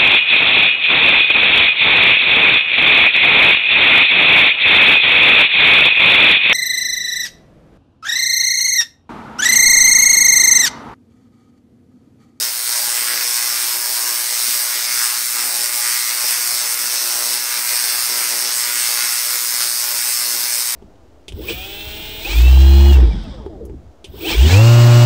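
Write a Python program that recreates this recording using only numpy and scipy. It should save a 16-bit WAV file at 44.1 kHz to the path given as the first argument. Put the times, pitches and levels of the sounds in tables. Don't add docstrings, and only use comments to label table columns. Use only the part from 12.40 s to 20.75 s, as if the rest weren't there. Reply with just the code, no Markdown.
import sys
import numpy as np
from scipy import signal
from scipy.fft import rfft, irfft, next_fast_len
from scipy.io import wavfile
from scipy.ndimage import uniform_filter1d

SR = 44100
rng = np.random.default_rng(int(sys.argv[2]) if len(sys.argv) > 2 else 0)


def dump_mix(stems):
    frames = np.atleast_2d(stems).T
    limited = np.clip(frames, -1, 1)
    pcm = np.round(limited * 32767).astype(np.int16)
    wavfile.write(sys.argv[1], SR, pcm)


def volts_from_db(level):
    exponent = np.asarray(level, float) / 20
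    return 10 ** exponent


N = 368235

BANG_HZ, FIRST_BANG_S = 120.048, .00050
JITTER_S, WANDER_S, POLARITY_LAG_S = 55e-6, 85e-6, 30e-6
BANG_SPREAD_DB, POLARITY_DB = 1.05, -.7
STREAMER_DB, SNAP_DB = -27.5, -21
HUM_RISE_DB_PER_S = 1.0
TRACE_SAMPLES = 128
ROOM_FOLLOWS = 0.59
RISE_FASTER = 1.14
ABRUPTNESS = 3.5
MIC_DB, TOP_CUT_HZ = -0.97, 15720

# frequency in Hz, level in dB rms.
HUM_LINES = [(120, -71.5), (180, -79)]
# time in seconds, level in dB.
THUMPS = [
    (.451, -55),
    (.467, -62),
    (.477, -51),
    (3.841, -58),
    (7.195, -68),
    (8.098, -63),
    (8.137, -61),
]
# centre in seconds, length in seconds, bass change in dB.
BASS_DIPS = [
    (.4595, .017, -24),
]
# frequency in Hz, width in Hz, gain
# in dB.
HARMONIC_TINTS = [(240, 40, -1), (724, 27, -2.5), (480, 40, 1), (958, 20, -2), (1070, 69, 1),
                  (1316, 27, -2.5), (1436, 100, 2), (1564, 40, -4), (1676, 67, 2), (1805, 60, -5),
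                  (2290, 150, 0.5), (2560, 87, 1.5), (3060, 170, -1.5)]
# frequency in Hz, width in Hz, gain in dB.
WALL_COLOUR = [(350, 1000, -22), (5000, 1900, -7), (6900, 1300, 5)]
# centre in seconds, length in seconds, echo over direct in dB.
WALL_LEANS = [(.3, 0.5, -3.5), (.65, 0.25, -7.5), (1.1, .4, -4.5), (1.55, .3, 6), (1.95, 0.12, -1.5),
              (2.15, 0.073, 7), (2.4, 0.15, 0), (2.62, 0.11, -9), (2.97, 0.088, 9), (3.35, 0.52, 14.5),
              (3.7, 0.071, 18), (4.3, 0.17, 9), (5.2, 0.31, 6.5), (5.6, 0.18, -2), (6.2, 0.14, 2),
              (6.5, 0.12, -5), (7.22, 0.17, -7.5), (7.7, 0.24, -2), (8.15, 0.16, -2)]
# frequency in Hz, level in dB per Hz.
GAP_SPECTRUM = [(1940, -42), (3300, -18.5), (3760, -18), (5340, 3), (5770, -8.5), (6160, -4), (7340, -7.5),
                (8300, -0.5), (11100, -5), (12000, -8.5), (13100, -5), (14500, -12), (15600, -1.5)]
# frequency in Hz, width in Hz, gain in dB.
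GAP_CAGE = [(5200, 1300, 9), (8450, 1300, 7), (12300, 4000, 1)]
# delay in seconds, level in dB, share of the lean.
GAP_ECHOES = [(.00015, -10, 0), (.00044, 0, 0), (.00115, -8, 0), (.00172, -4, .3), (.0027, -13, 0),
              (.0036, -11, 0), (.0042, -12, 0), (.0052, -16, 0), (.0076, -14, 0)]
# centre in seconds, length in seconds, gap snap in dB, branching in dB.
CHARGE_SURGES = [(0.15, 0.19, -2.5, -1), (0.4, 0.49, 0.5, 0), (0.76, 0.12, -1, 0), (0.96, 0.065, 1, 1.5),
                 (1.26, 0.086, 1, 0), (1.42, 0.15, -0.5, -1.5), (2.09, 0.2, 2, 1), (2.41, 0.24, -1, 0.5),
                 (2.6, 0.2, 2, 1), (2.84, 0.84, -0.5, -1), (3.3, 0.04, -2, -17), (3.89, 0.094, 2.5, 1.5),
                 (4.1, 0.15, 1, 0), (4.37, 0.04, -3, -6), (4.62, 0.11, -1, 0.5), (4.79, 0.074, -0.5, -0.5),
                 (5.07, 0.23, -1.5, -1), (5.23, 0.081, -1, -6), (5.42, 0.4, 0.5, 0.5),
                 (6.08, 0.11, -2, 1.5), (6.45, 0.15, 1, 1.5), (6.92, 0.058, 0.5, 1), (7.05, 0.25, 0, -0.5),
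                 (7.22, 0.051, 1.5, 1.5), (7.71, 0.13, 1, 0.5), (8.25, 0.083, -0.5, -1), (.03, .06, 1, 2),
                 (.58, .12, .3, -1.2), (1.1, 0.11, -0.4, 0), (1.62, 0.13, .3, -0.7), (1.85, 0.13, -1, -.5),
                 (3.1, 0.14, 0.5, -0.6), (3.5, 0.22, .3, .3), (3.7, 0.21, -1, -.5), (4.25, .1, -0.5, 0),
                 (4.5, .1, -0.9, 0), (4.92, .1, 0, 0.9), (5.7, 0.14, 0.5, -0.1), (5.9, .15, -0.5, 0),
                 (6.25, .15, -0.5, 0.7), (6.7, .2, 0.7, -0.1), (7.45, 0.24, 0, 0.8), (7.95, 0.17, 0.4, 0.1)]
# frequency in Hz, level in dB per Hz.
STREAMER_SPECTRUM = [(35, -64), (60, -48), (237, -24.5), (320, -20.5), (353, -18.5), (390, -22), (558, -15),
                     (593, -14), (668, -15.5), (815, -11), (2040, -3.5), (3160, -9), (5300, 1.5),
                     (7000, -9), (9100, -37.5), (15400, -120)]
# delay in seconds, level in dB, share of the lean.
STREAMER_ECHOES = [(-.00015, -.5, -.5), (.0005, -6, -.3), (.00125, -4.5, 0), (.0021, -6, 0),
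                   (.0031, -1.5, .5), (.0036, -8, .5), (.005, -11, 0), (.0073, -13, 0)]
# centre in seconds, length in seconds, strength in dB, reach in dB.
STREAMER_FLARES = [(0.16, 0.22, -5.5, -15), (0.44, 0.19, -4, 13), (0.67, 0.9, 2, -8.5),
                   (0.88, 0.16, -4.5, 2), (1.41, 0.19, -2.5, -5), (1.69, 0.23, -1.5, 9),
                   (1.86, 0.26, -0.5, -16), (2.35, 0.4, 0.5, -0.5), (2.61, 0.18, 1.5, -23),
                   (2.86, 0.22, -1.5, -22), (2.97, 0.071, 3.5, 11), (3.17, 0.32, -2, 7.5),
                   (3.6, 0.2, 1, -13), (3.92, 0.073, 2, 7), (4.24, 0.068, -2, 12), (4.81, 0.53, -1, 4),
                   (5.14, 0.064, 3, -2.0), (5.33, 0.057, 1, 19), (5.67, 1, 1, 2.5), (6.46, 1, 1, -7),
                   (6.99, 0.26, -1, -3), (7.22, 0.046, 3.5, 10), (7.32, 0.24, -1, -26),
                   (7.73, 0.075, -1, -19), (8.12, 0.72, -1.5, 0.5), (8.26, 0.14, -0.5, -8.5),
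                   (1.1, 0.17, -0.3, -3), (2.1, .15, 0.8, -4), (2.25, .12, .3, 1), (3.4, .12, -1, 8),
                   (3.845, .025, 0.5, 16), (4.05, 0.11, 0.8, 0), (4.45, 0.11, 1.5, 4), (4.65, .12, .3, -3),
                   (5.02, 0.11, -0.5, 0), (5.6, .15, -0.5, -6), (5.85, 0.078, 0, -0.5), (6.1, .15, -1, 14),
                   (6.6, 0.12, 2.5, 1), (6.78, 0.11, -0.5, -10), (6.86, .06, -0.5, -5), (7.5, 0.14, 0, -1),
                   (7.9, .15, -1.3, 1)]
# centre in seconds, length in seconds, deepest buzz in dB.
ARC_STRETCHES = [(.2, .25, 3.5), (.62, .1, 10), (.78, .15, 2), (1.15, .1, 0.5), (1.4, 0.49, -0.5),
                 (1.75, .1, 6), (2.1, .17, 11), (2.3, 0.21, -3), (2.5, .17, 4), (2.85, .25, 5),
                 (3.05, 0.068, 6), (3.55, .5, -1), (4.1, .2, 3), (4.42, 0.15, 8), (4.65, 0.059, 7.5),
                 (4.85, .08, 3), (5.25, 0.11, -0.5), (5.75, 0.18, 6), (6.05, .1, 4), (6.3, 0.27, 13),
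                 (6.5, 0.1, -2), (6.65, .08, 9), (6.82, 0.36, -5), (7.05, .1, 0), (7.7, 0.39, -2),
                 (8.0, 0.2, 4), (8.25, .2, 1)]
# frequency in Hz, width in Hz, gain in dB.
NARROW_COLOUR = [(5550, 140, 0), (8220, 490, 5.5), (9040, 190, 4), (9380, 98, 4.5), (6090, 310, 2),
                 (11880, 670, 6), (13400, 120, 8.5), (14220, 370, 6),
                 (4470, 300, 1.5), (5470, 140, 0.5), (6690, 210, 2.5), (6970, 220, -2.5), (7350, 330, 3),
              (9260, 150, -1.5), (10430, 250, -4), (10560, 270, 3), (11000, 240, -2), (12370, 460, 0.5),
              (13300, 240, -6), (13640, 250, 4), (14150, 250, -1.5), (14450, 400, 5), (15360, 260, -0.5)]


def at_hz(points, hz):
    point_hz, db = np.transpose(points)
    return np.interp(np.log(hz + 1), np.log(point_hz), db)


def humps(modes):
    return lambda hz: sum(db / (1 + (2 * (hz - mode_hz) / width_hz) ** 2) for mode_hz, width_hz, db in modes)


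def swells(events, s):
    centre_s, length_s, *sizes_db = np.transpose(events)
    d = (s[:, None] - centre_s) / length_s
    d = 2.0 * d * np.where(d < 0, RISE_FASTER, 1)
    return np.array(sizes_db) @ np.exp(-np.abs(d) ** ABRUPTNESS).T


def colour(x, db_of_hz):
    size = next_fast_len(N + SR)
    cepstrum = irfft(np.log(volts_from_db(db_of_hz(np.arange(4097) * SR / 8192))))
    cepstrum[1:4096] *= 2
    cepstrum[4097:] = 0
    impulse = irfft(np.exp(rfft(cepstrum)))
    return irfft(rfft(x, size) * rfft(impulse, size), size)[:N]


def shelf(x, edge_hz, side, s, db):
    beyond = signal.sosfiltfilt(signal.butter(3, edge_hz, side, fs=SR, output="sos"), x)
    gain = volts_from_db(np.interp(np.arange(N) / SR, s, db - db.mean()))
    return x + beyond * (gain - 1)


def set_level(x, low_hz, high_hz, db):
    band = signal.sosfilt(signal.butter(4, [low_hz, high_hz], "band", fs=SR, output="sos"), x)
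    return x * np.sqrt(np.mean(volts_from_db(db) ** 2) / np.mean(band ** 2))


def hum():
    t = np.arange(N) / SR
    out = np.zeros(N)
    for hz, db in HUM_LINES:
        locked_hz = round(2 * hz / BANG_HZ) * BANG_HZ / 2
        out += np.sqrt(2) * volts_from_db(db + HUM_RISE_DB_PER_S * t) * np.sin(2 * np.pi * locked_hz * t)
    return out


def thumps():
    clicks = np.zeros(N)
    for s, db in THUMPS:
        clicks[round(s * SR)] = volts_from_db(db + 50)
    return signal.sosfilt(signal.butter(2, [36, 330], "band", fs=SR, output="sos"), clicks)


def bangs():
    k = np.arange(int(N / SR * BANG_HZ))
    polarity = (-1) ** k
    chance = rng.standard_normal((len(k), 2))
    wander = signal.lfilter([.71], [1, -.7], chance[::-1, 1])
    times = FIRST_BANG_S + k / BANG_HZ
    times = times + JITTER_S * chance[:, 0] + WANDER_S * wander + POLARITY_LAG_S * polarity
    return times, BANG_SPREAD_DB * chance[:, 1] + POLARITY_DB * polarity


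def wandering_kinks(count, keep):
    noise = rng.standard_normal((count + 50, TRACE_SAMPLES))
    return signal.lfilter([np.sqrt(1 - keep ** 2)], [1, -keep], noise, axis=0)[50:]


def channel_shapes(count, length_s, memory, steady, polar):
    t = np.arange(TRACE_SAMPLES) / SR
    kept = wandering_kinks(count, memory)
    flipping = wandering_kinks(count, -.2)
    kinks = np.sqrt(1 - polar) * kept + np.sqrt(polar) * flipping
    kinks[:, round(length_s * SR / 2)] += steady
    traces = kinks * np.sqrt(t / length_s) * np.exp(-(t / length_s) ** 2)
    return traces / np.linalg.norm(traces, axis=1, keepdims=True)


def fire(times, traces):
    at = np.round(times * SR).astype(int)[:, None] + np.arange(TRACE_SAMPLES)
    return np.bincount(at.ravel(), traces.ravel(), N + SR)[:N]


def echoes(times, level_db, paths, fading_db, **channel):
    out = 0
    lean_db = swells(WALL_LEANS, times)[0]
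    for delay_s, db, leaning in paths:
        swing = signal.lfilter([.37], [1, -.93], rng.standard_normal(len(times)))
        path_db = level_db + db + leaning * lean_db + fading_db * swing
        traces = channel_shapes(len(times), **channel)
        path = fire(times + delay_s, traces * volts_from_db(path_db)[:, None])
        if leaning:
            path = colour(path, lambda hz: leaning * humps(WALL_COLOUR)(hz))
        out = out + path
    return out


def room(times, level_db, t60_s, wet_db, steady, count=7, **channel):
    size, t = next_fast_len(N + SR), np.arange(SR) / SR
    decay = (volts_from_db(-60 * t / t60_s) + 1.1 * np.exp(-t / 0.0053)) * (1 - np.exp(-t / 0.0023))
    tails = rng.standard_normal((count, SR)) * decay / np.linalg.norm(decay)
    gain = volts_from_db(ROOM_FOLLOWS * level_db)[:, None]
    sides = []
    for _ in tails:
        traces = channel_shapes(len(times), steady=0.26 * steady, **channel)
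        sides.append(fire(times, traces * gain))
    blurred = irfft(np.sum(rfft(sides, size) * rfft(tails, size), axis=0), size)[:N]
    return volts_from_db(wet_db) * blurred / np.sqrt(count)


def gap(times, spread_db):
    bang_db = 1.67 * swells(CHARGE_SURGES, times)[0] + 0.75 * spread_db
    channel = dict(steady=7.5, length_s=.00042, memory=.75, polar=.06)
    near = echoes(times, bang_db, GAP_ECHOES, fading_db=.4, **channel)
    x = colour(near, humps(GAP_CAGE)) + room(times, bang_db, t60_s=.25, wet_db=3.6, **channel)
    sound = colour(x, lambda hz: at_hz(GAP_SPECTRUM, np.minimum(hz, 15300)) - 0.99 * humps(GAP_CAGE)(hz))
    return set_level(sound, 7340, 15240, SNAP_DB)


def streamer_db(hz):
    return at_hz(STREAMER_SPECTRUM, hz) - 3 * np.clip(hz / 1500 - 2, 0, 1) - 6 * np.clip(1.8 - hz / 120, 0, 1)


def streamers(times, spread_db):
    strength_db, reach_db = swells(STREAMER_FLARES, times)
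    branching_db = np.clip(swells(CHARGE_SURGES, times)[1], -2.5, 4)
    bang_db = 2.01 * strength_db + spread_db
    channel = dict(steady=3.3, length_s=0.000526, memory=.92, polar=.12)
    x = echoes(times, bang_db, STREAMER_ECHOES, fading_db=1.0, **channel)
    x = x + room(times, bang_db, t60_s=0.48, wet_db=6.5, **channel)
    x = shelf(x, 2470, "high", times, 2.0 * branching_db - 1.09 * strength_db)
    x = shelf(x, 920, "low", times, 0.27 * reach_db - 1.93 * strength_db)
    x = shelf(x, 370, "low", times, swells(ARC_STRETCHES, times)[0])
    return set_level(colour(x, streamer_db), 610, 3020, STREAMER_DB)


def scene():
    times, spread_db = bangs()
    return (streamers(times, spread_db) + gap(times, spread_db) + hum())[None]


def thin_treble(x, under_db, moody_db):
    hz, _, spec = signal.stft(x, SR, nperseg=2048, noverlap=1024)
    power = np.abs(spec) ** 2
    around = uniform_filter1d(power, size=140, axis=0)
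    mood = signal.lfilter([.8], [1, -.6], rng.standard_normal((65, power.shape[1])))
    mood = mood[np.arange(len(hz)) // 16]
    treble = np.clip(hz / 11000, 0, 1)[:, None] ** 1.2
    limit = around * volts_from_db(2 * (under_db + moody_db * mood)) * treble
    return signal.istft(spec * (power > limit), SR, nperseg=2048, noverlap=1024)[1][:N]


def low_pass(x):
    return signal.sosfilt(signal.butter(12, 16590, fs=SR, output="sos"), x)


def record(dry):
    x = colour(dry[0], humps(NARROW_COLOUR + HARMONIC_TINTS)) * volts_from_db(MIC_DB)
    x = .72 * np.tanh(x / .72)
    x = signal.sosfilt(signal.butter(4, 112, "high", fs=SR, output="sos"), x)
    t = np.arange(N) / SR
    x = shelf(x, 830, "low", t, swells(BASS_DIPS, t)[0]) + thumps()
    x = thin_treble(x, under_db=-5.0, moody_db=3.5)
    x = signal.sosfiltfilt(signal.ellip(12, .2, 45, TOP_CUT_HZ, fs=SR, output="sos"), x)
    return low_pass(x[None])


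dry = scene()
out = record(dry)
dump_mix(out)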